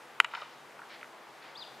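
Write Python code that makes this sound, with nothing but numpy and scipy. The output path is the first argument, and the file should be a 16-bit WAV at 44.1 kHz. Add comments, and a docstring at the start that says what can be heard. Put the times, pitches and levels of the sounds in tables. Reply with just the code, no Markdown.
"""Distant town noise, with the microphone's own hiss in the treble, and a faint hum lie over an open grass field.
Then a bat cracks a ball: short pushes ring the bat's modes and squeezed air snaps; delayed, smeared copies
return from a near wall, then from fences and stands further off, and a hollow knock sounds among the late ones.
Feet brush the grass twice as bursts of tiny flicks, and a bird's gliding tone whistles up and down.
Town noise and hiss are one shaped noise that swells and flickers; the hum is a few wavering tones."""
import sys
import numpy as np
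from scipy import signal
from scipy.fft import rfft, irfft
from scipy.io import wavfile
from scipy.ndimage import uniform_filter1d

SR = 44100
rng = np.random.default_rng(int(sys.argv[2]) if len(sys.argv) > 2 else 0)


def to_wav(sig):
    """Store sig (one row per channel, or 1-D mono) as 16-bit WAV at the path in sys.argv[1].

    Samples outside -1..1 are clipped; the rate is SR.
    """
    pcm = np.clip(np.atleast_2d(sig), -1, 1) * 32767
    pcm = np.round(pcm).astype(np.int16)
    wavfile.write(sys.argv[1], SR, pcm.T)  # frames by channels


def to_linear_factor(level_db):
    """Convert decibel levels (scalar or array-like) to linear amplitude factors."""
    exponent = np.asarray(level_db, float) / 20
    return 10 ** exponent


N = 79380  # samples, 1.8 s
CRACK_PAN_DB = 1.0  # left over right, for the crack and what it sets off


def unit_level(x):
    """Scale a signal to an rms of 1."""
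    return x / np.sqrt(np.mean(x ** 2))


def band(x, low_hz, top_hz):
    """Gentle band-pass, kept at least a factor of 1.2 wide."""
    edges_hz = [low_hz, max(top_hz, 1.2 * low_hz)]
    return signal.sosfilt(signal.butter(2, edges_hz, "bandpass", fs=SR, output="sos"), x)


def colour(x, table):
    """Shape a spectrum by (Hz, dB) points, straight lines on a log frequency axis."""
    hz, db = np.array(table).T
    f = np.maximum(np.arange(len(x) // 2 + 1) * SR / len(x), 1)
    gain = to_linear_factor(np.interp(np.log(f), np.log(hz), db))
    return irfft(rfft(x) * gain, len(x))


def walk(rate):
    """Slow smooth chance of spread 1, with `rate` fresh values a second."""
    hold = int(SR / rate)
    steps = np.repeat(rng.standard_normal(N // hold + 1), hold)
    smooth = uniform_filter1d(uniform_filter1d(steps, hold), hold)[:N]
    return smooth / np.std(smooth)


def pair(mid, side, pan_db=0.0):
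    """Left and right from middle and side; pan_db is left over right."""
    return np.array([(mid + side) * to_linear_factor(pan_db / 2), (mid - side) * to_linear_factor(-pan_db / 2)])


def over(x, response):
    """Convolve a sound with a response, cut to the scene's length."""
    return signal.fftconvolve(x, response)[:N]


def crack():
    """Short pushes of the ball ring the bat's modes; the air squeezed out between ball and bat snaps."""
    # Each row: mode frequency in Hz, relative level in dB, time to fall 60 dB in s.
    bat_modes = [(433, -38.5, 0.03), (932, -12.5, 0.014), (1394, -4, 0.012), (2000, -6.5, 0.013),
                 (2400, -2.5, 0.01), (2933, 1, 0.0059), (3123, -4.5, 0.0083), (3736, -17.5, 0.0085),
                 (4530, -29, 0.011), (5290, -22.5, 0.0059)]
    # Ball squeezing on the bat, first touch and full blow. Each row: start in s, relative level in dB.
    pushes = [(.2006, -8), (.2012, 5.5)]
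    push_s = 0.0002
    snap_s, ground_late_s = 0.2014, 0.000342
    snap_db = -17  # snap peak against ring peak
    peak_db = -0.3  # before panning
    t = np.arange(N) / SR

    force = 0
    for start, db in pushes:
        force = force + to_linear_factor(db) * np.sin(np.pi * np.clip((t - start) / push_s, 0, 1)) ** 2

    u = t[:SR // 10]
    bat = 0
    for k, (hz, db, t60) in enumerate(bat_modes):
        # neighbouring modes swing in opposite senses at the struck spot
        bat = bat + (-1) ** k * to_linear_factor(db) * np.sin(2 * np.pi * hz * u) * 1000 ** (-u / t60)
    ring = band(over(force, bat), 195, 9900)

    direct_tick = np.sinc((t - snap_s) * SR)
    ground_tick = np.sinc((t - snap_s - ground_late_s) * SR)
    snap = band(direct_tick - ground_tick, 4120, 9700)  # the return off the ground is inverted

    both = ring / abs(ring).max() + to_linear_factor(snap_db) * snap / abs(snap).max()
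    return -to_linear_factor(peak_db) * both / abs(both).max()


def returns(dry):
    """Each surface answers with a rough, fading smear, flat ones with a clean edge; the ground scatters a wash."""
    # Echoes of the crack. Each row: delay in s, level in dB before filtering, smear in s,
    # dull above this Hz, thin below this Hz.
    echoes = [(.0424, -29, .0005, 4500, 1500), (.0443, -19.5, .0002, 8500, 600),
              (.0461, -22, .0002, 8500, 1300), (.048, -26, .007, 3200, 750), (.061, -38, .002, 9000, 2500),
              (.112, -37, .003, 3500, 1900), (.1347, -22, .006, 2800, 650), (.136, -38, .002, 6000, 3000),
              (.1481, -24.5, .0005, 6500, 900), (.1505, -25, .003, 4200, 700),
              (.168, -25.5, .007, 1800, 650), (.186, -30, .02, 2200, 600), (.2143, -33, .0006, 9000, 1800),
              (.2165, -35, .003, 6000, 1500), (.224, -32, .03, 2800, 800), (.5893, -33, .0003, 3200, 750),
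              (.591, -34, .004, 1900, 700), (.6155, -27, .0003, 1900, 1250), (.628, -33, .008, 1800, 1100),
              (.81, -33, .0003, 3200, 1900), (.8272, -26, .0002, 2600, 1250),
              (.8416, -28.5, .0002, 2600, 1250)]
    # Scattered return from the whole ground. Each row: delay in s, energy per 10 ms in dB before colouring.
    scatter = [(0, -18.5), (0.018, -47), (.06, -46), (.11, -43), (.15, -35), (.2, -35.5), (.25, -41),
               (.33, -48.5), (.5, -73), (.9, -64)]
    # The bat as heard by surfaces in line with the camera. Each row: frequency in Hz, gain in dB.
    ahead_colour = [(300, 4), (620, 9), (950, 10.5), (1400, 0.5), (2400, 2), (3700, 10), (4700, 6),
                    (7500, 8.5), (10000, 11), (13000, -12)]
    # The bat heard from its other sides. Each row: frequency in Hz, gain in dB.
    aside_colour = [(300, -3), (620, 24), (900, 10.5), (1400, -0.5), (2000, 0.5), (3000, 0), (3700, 13),
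                    (4500, 12), (5800, 16), (7500, 3), (10000, -1), (13000, -12)]
    near_s = 0.1  # surfaces that answer sooner stand in line with the camera
    sharp_s = 0.00087  # smears shorter than this keep much of a clean first edge
    echo_side_db, scatter_side_db = -19, -15
    t, u = np.arange(N) / SR, np.arange(4096) / SR

    walls = np.zeros((2, N))  # middle and side
    for late, db, smear, dull_hz, thin_hz in echoes:
        fading = rng.standard_normal((2, 4096)) * np.exp(-u / max(smear, 1e-5))
        rough = band(band(fading, thin_hz, dull_hz), thin_hz, dull_hz)
        clean = band(band(1.0 * (u == 0), thin_hz, dull_hz), thin_hz, dull_hz)
        # smear and clean edge carry the same energy before they are mixed
        rough *= np.sqrt(np.sum(clean ** 2) / np.sum(rough ** 2, axis=1, keepdims=True))
        edge = np.exp(-smear / sharp_s)
        rough[0] = (1 - edge) * rough[0] + edge * clean
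        k = int(late * SR)
        walls[:, k:k + 4096] += to_linear_factor(db) * rough

    late, db = np.array(scatter).T
    envelope = to_linear_factor(np.interp(t, late, db, right=-120)) / np.sqrt(SR / 100)
    wash = rng.standard_normal((2, N)) * envelope

    ahead, aside = colour(dry, ahead_colour), colour(dry, aside_colour)

    def answer(response):
        """Early surfaces hear the bat from ahead, later ones from aside."""
        return over(ahead, response * (t < near_s)) + over(aside, response * (t >= near_s))

    mid = answer(walls[0] + wash[0])
    side = answer(to_linear_factor(echo_side_db) * walls[1] + to_linear_factor(scatter_side_db) * wash[1])
    return pair(mid, side, CRACK_PAN_DB)


def panel():
    """A hollow knock, perhaps a fence panel set ringing: two dull modes swell quickly and die."""
    # Each row: mode frequency in Hz, level in dB before rise and decay, time to fall 60 dB in s.
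    panel_modes = [(585, -36, 0.027), (1234, -31.5, 0.038)]
    start_s, rise_s = 0.4197, 0.001
    u = np.maximum(np.arange(N) / SR - start_s, 0)
    ring = 0
    for hz, db, t60 in panel_modes:
        ring = ring + to_linear_factor(db) * np.sin(2 * np.pi * hz * u) * 1000 ** (-u / t60)
    return pair(ring * (1 - np.exp(-u / rise_s)), 0, CRACK_PAN_DB)


def feet():
    """Many blades of grass flick past a shoe: random ticks, coloured, swelling and falling with each brush."""
    # Each row: time in s, rms level in dB at full swell, rise in s, fall in s.
    brushes = [(0.905, -50.5, 0.0092, 0.049), (1.428, -52.5, 0.0082, 0.07)]
    # Spectrum of the flicks. Each row: frequency in Hz, relative level in dB.
    grass_colour = [(400, -19), (1000, 3.5), (2000, 10.5), (3000, 3), (4600, 2.5), (6000, -14.5),
                    (9000, -36)]
    blades_per_s, blade_spread_db = 12000, 1
    hold_s = 0.04  # full level lasts this long before the fall
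    t = np.arange(N) / SR

    def blades():
        hits = rng.random(N) < blades_per_s / SR
        strength = rng.standard_normal(N) * to_linear_factor(blade_spread_db * rng.exponential(size=N))
        return unit_level(colour(hits * strength, grass_colour))

    shape = 0
    for start, db, rise, fall in brushes:
        rising = np.exp(-((t - start) / rise) ** 2)
        falling = np.exp(-np.maximum(t - start - hold_s, 0) / fall)
        shape = shape + to_linear_factor(db) * np.where(t < start, rising, falling)
    return pair(shape * blades(), shape * to_linear_factor(-17.5) * blades(), 0.47)


def bird():
    """One gliding whistle, its slap from a wall and a thin ring in the trees."""
    # Each row: time in s, pitch in Hz, rms level in dB before panning.
    whistle = [(1.546, 3050, -66), (1.558, 3476, -46), (1.568, 4150, -55), (1.578, 4750, -46.5),
               (1.585, 5020, -53), (1.589, 5050, -62), (1.596, 4800, -44), (1.601, 4400, -52),
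               (1.605, 4180, -47.5), (1.612, 3980, -51), (1.622, 3700, -45.5), (1.63, 3440, -42.5),
               (1.634, 3150, -54), (1.643, 2780, -53), (1.648, 2650, -72)]
    slap_s, slap_db = 0.012, -13
    trees_db, trees_t60_s, trees_rise_s = -5.5, 0.55, 0.025
    t = np.arange(N) / SR

    s, hz, db = np.array(whistle).T
    loudness = np.sqrt(2) * to_linear_factor(np.interp(t, s, db, left=-120, right=-120))
    phase = 2 * np.pi * np.cumsum(np.interp(t, s, hz)) / SR
    tone = loudness * np.sin(phase)
    slapped = tone + to_linear_factor(slap_db) * np.roll(tone, int(slap_s * SR))

    u = t[:SR // 2]
    fade = 1000 ** (-u / trees_t60_s) * (1 - np.exp(-u / trees_rise_s))
    trees = rng.standard_normal((2, SR // 2)) * fade
    trees *= to_linear_factor(trees_db) / np.sqrt(np.sum(trees[0] ** 2))
    return pair(slapped + over(tone, trees[0]), to_linear_factor(-21) * over(tone, trees[1]), 4.5)


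def town_and_microphone():
    """Distant town noise, microphone hiss in its treble: octaves swell together, flicker alone; a hum wavers."""
    # Town noise, and above about 6 kHz the microphone's hiss. Each row: frequency in Hz, relative level in dB per Hz.
    noise_colour = [(15, -71), (25, -38), (108, -21.5), (131, -12), (163, -14.5), (258, -12), (304, -10),
                    (338, -7.5), (495, -5), (537, -5.5), (851, -1.5), (1280, -4.5), (2260, -10.5),
                    (2730, -13), (9030, -28.5), (15100, -32.5), (16400, -57)]
    # Width of the noise. Each row: frequency in Hz, side against middle in dB.
    side_colour = [(60, -8), (110, -18), (200, -11), (380, -10), (700, -13.5), (1290, -14.5), (2380, -11),
                   (4400, -11), (8120, -13.5), (15000, -20)]
    # Balance of noise and hum. Each row: frequency in Hz, left over right in dB.
    left_over_right = [(60, -8), (110, 2), (200, 1.5), (380, 1.5), (700, 1.5), (1290, 1.5), (2380, 1),
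                       (4400, -0.5), (8120, -0.5), (15000, 3)]
    # Far machine. Each row: tone in Hz, rms level in dB before waver and balance.
    hum_tones = [(140, -78.5), (223.5, -78), (252, -78), (335, -72.5), (419, -77), (503, -71)]
    noise_db = -52  # rms of the middle before the balance
    swell_db, flicker_db, hum_waver_db = 0.4, 0.8, 1.5  # rms of the level changes
    t, swell = np.arange(N) / SR, walk(3.9)

    noise = 0  # middle and side
    for hz in 31.25 * 2.0 ** np.arange(10):
        edges_hz = [hz / np.sqrt(2), min(hz * np.sqrt(2), 0.49 * SR)]
        octave = signal.butter(2, edges_hz, "bandpass", fs=SR, output="sos")
        gain = to_linear_factor(swell_db * swell + flicker_db * walk(9.03))
        noise = noise + signal.sosfilt(octave, rng.standard_normal((2, N))) * gain
    mid = colour(noise[0], noise_colour)
    side = colour(colour(noise[1], noise_colour), side_colour)
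    left, right = to_linear_factor(noise_db) / np.std(mid) * pair(mid, side)

    hum = 0
    for hz, db in hum_tones:
        loudness = np.sqrt(2) * to_linear_factor(db + hum_waver_db * walk(3.34))
        hum = hum + loudness * np.sin(2 * np.pi * (hz * t + rng.random()))

    # half of the balance goes to each channel
    left_tilt = [(hz, 0.5 * db) for hz, db in left_over_right]
    right_tilt = [(hz, -0.5 * db) for hz, db in left_over_right]
    return np.array([colour(left + hum, left_tilt), colour(right + hum, right_tilt)])


def scene():
    """Crack, its returns, panel, feet, bird, and the town with the microphone's hiss together."""
    dry = crack()
    # the treble of the crack arrives a little off centre, two samples late in the side
    off_centre = to_linear_factor(-16) * np.roll(band(dry, 6000, 12000), 2)
    direct = pair(dry, off_centre, CRACK_PAN_DB)
    return direct + returns(dry) + panel() + feet() + bird() + town_and_microphone()


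def roll_off(x):
    """The treble ends steeply here."""
    return signal.sosfilt(signal.butter(12, 16550, fs=SR, output="sos"), x)


def record(dry):
    """The camera cuts the top of the spectrum with a steep low-pass at 15900 Hz."""
    low_pass = signal.ellip(8, 0.2, 70, 15900, fs=SR, output="sos")
    mix = signal.sosfilt(low_pass, dry)
    return roll_off(mix)


dry = scene()
out = record(dry)
to_wav(out)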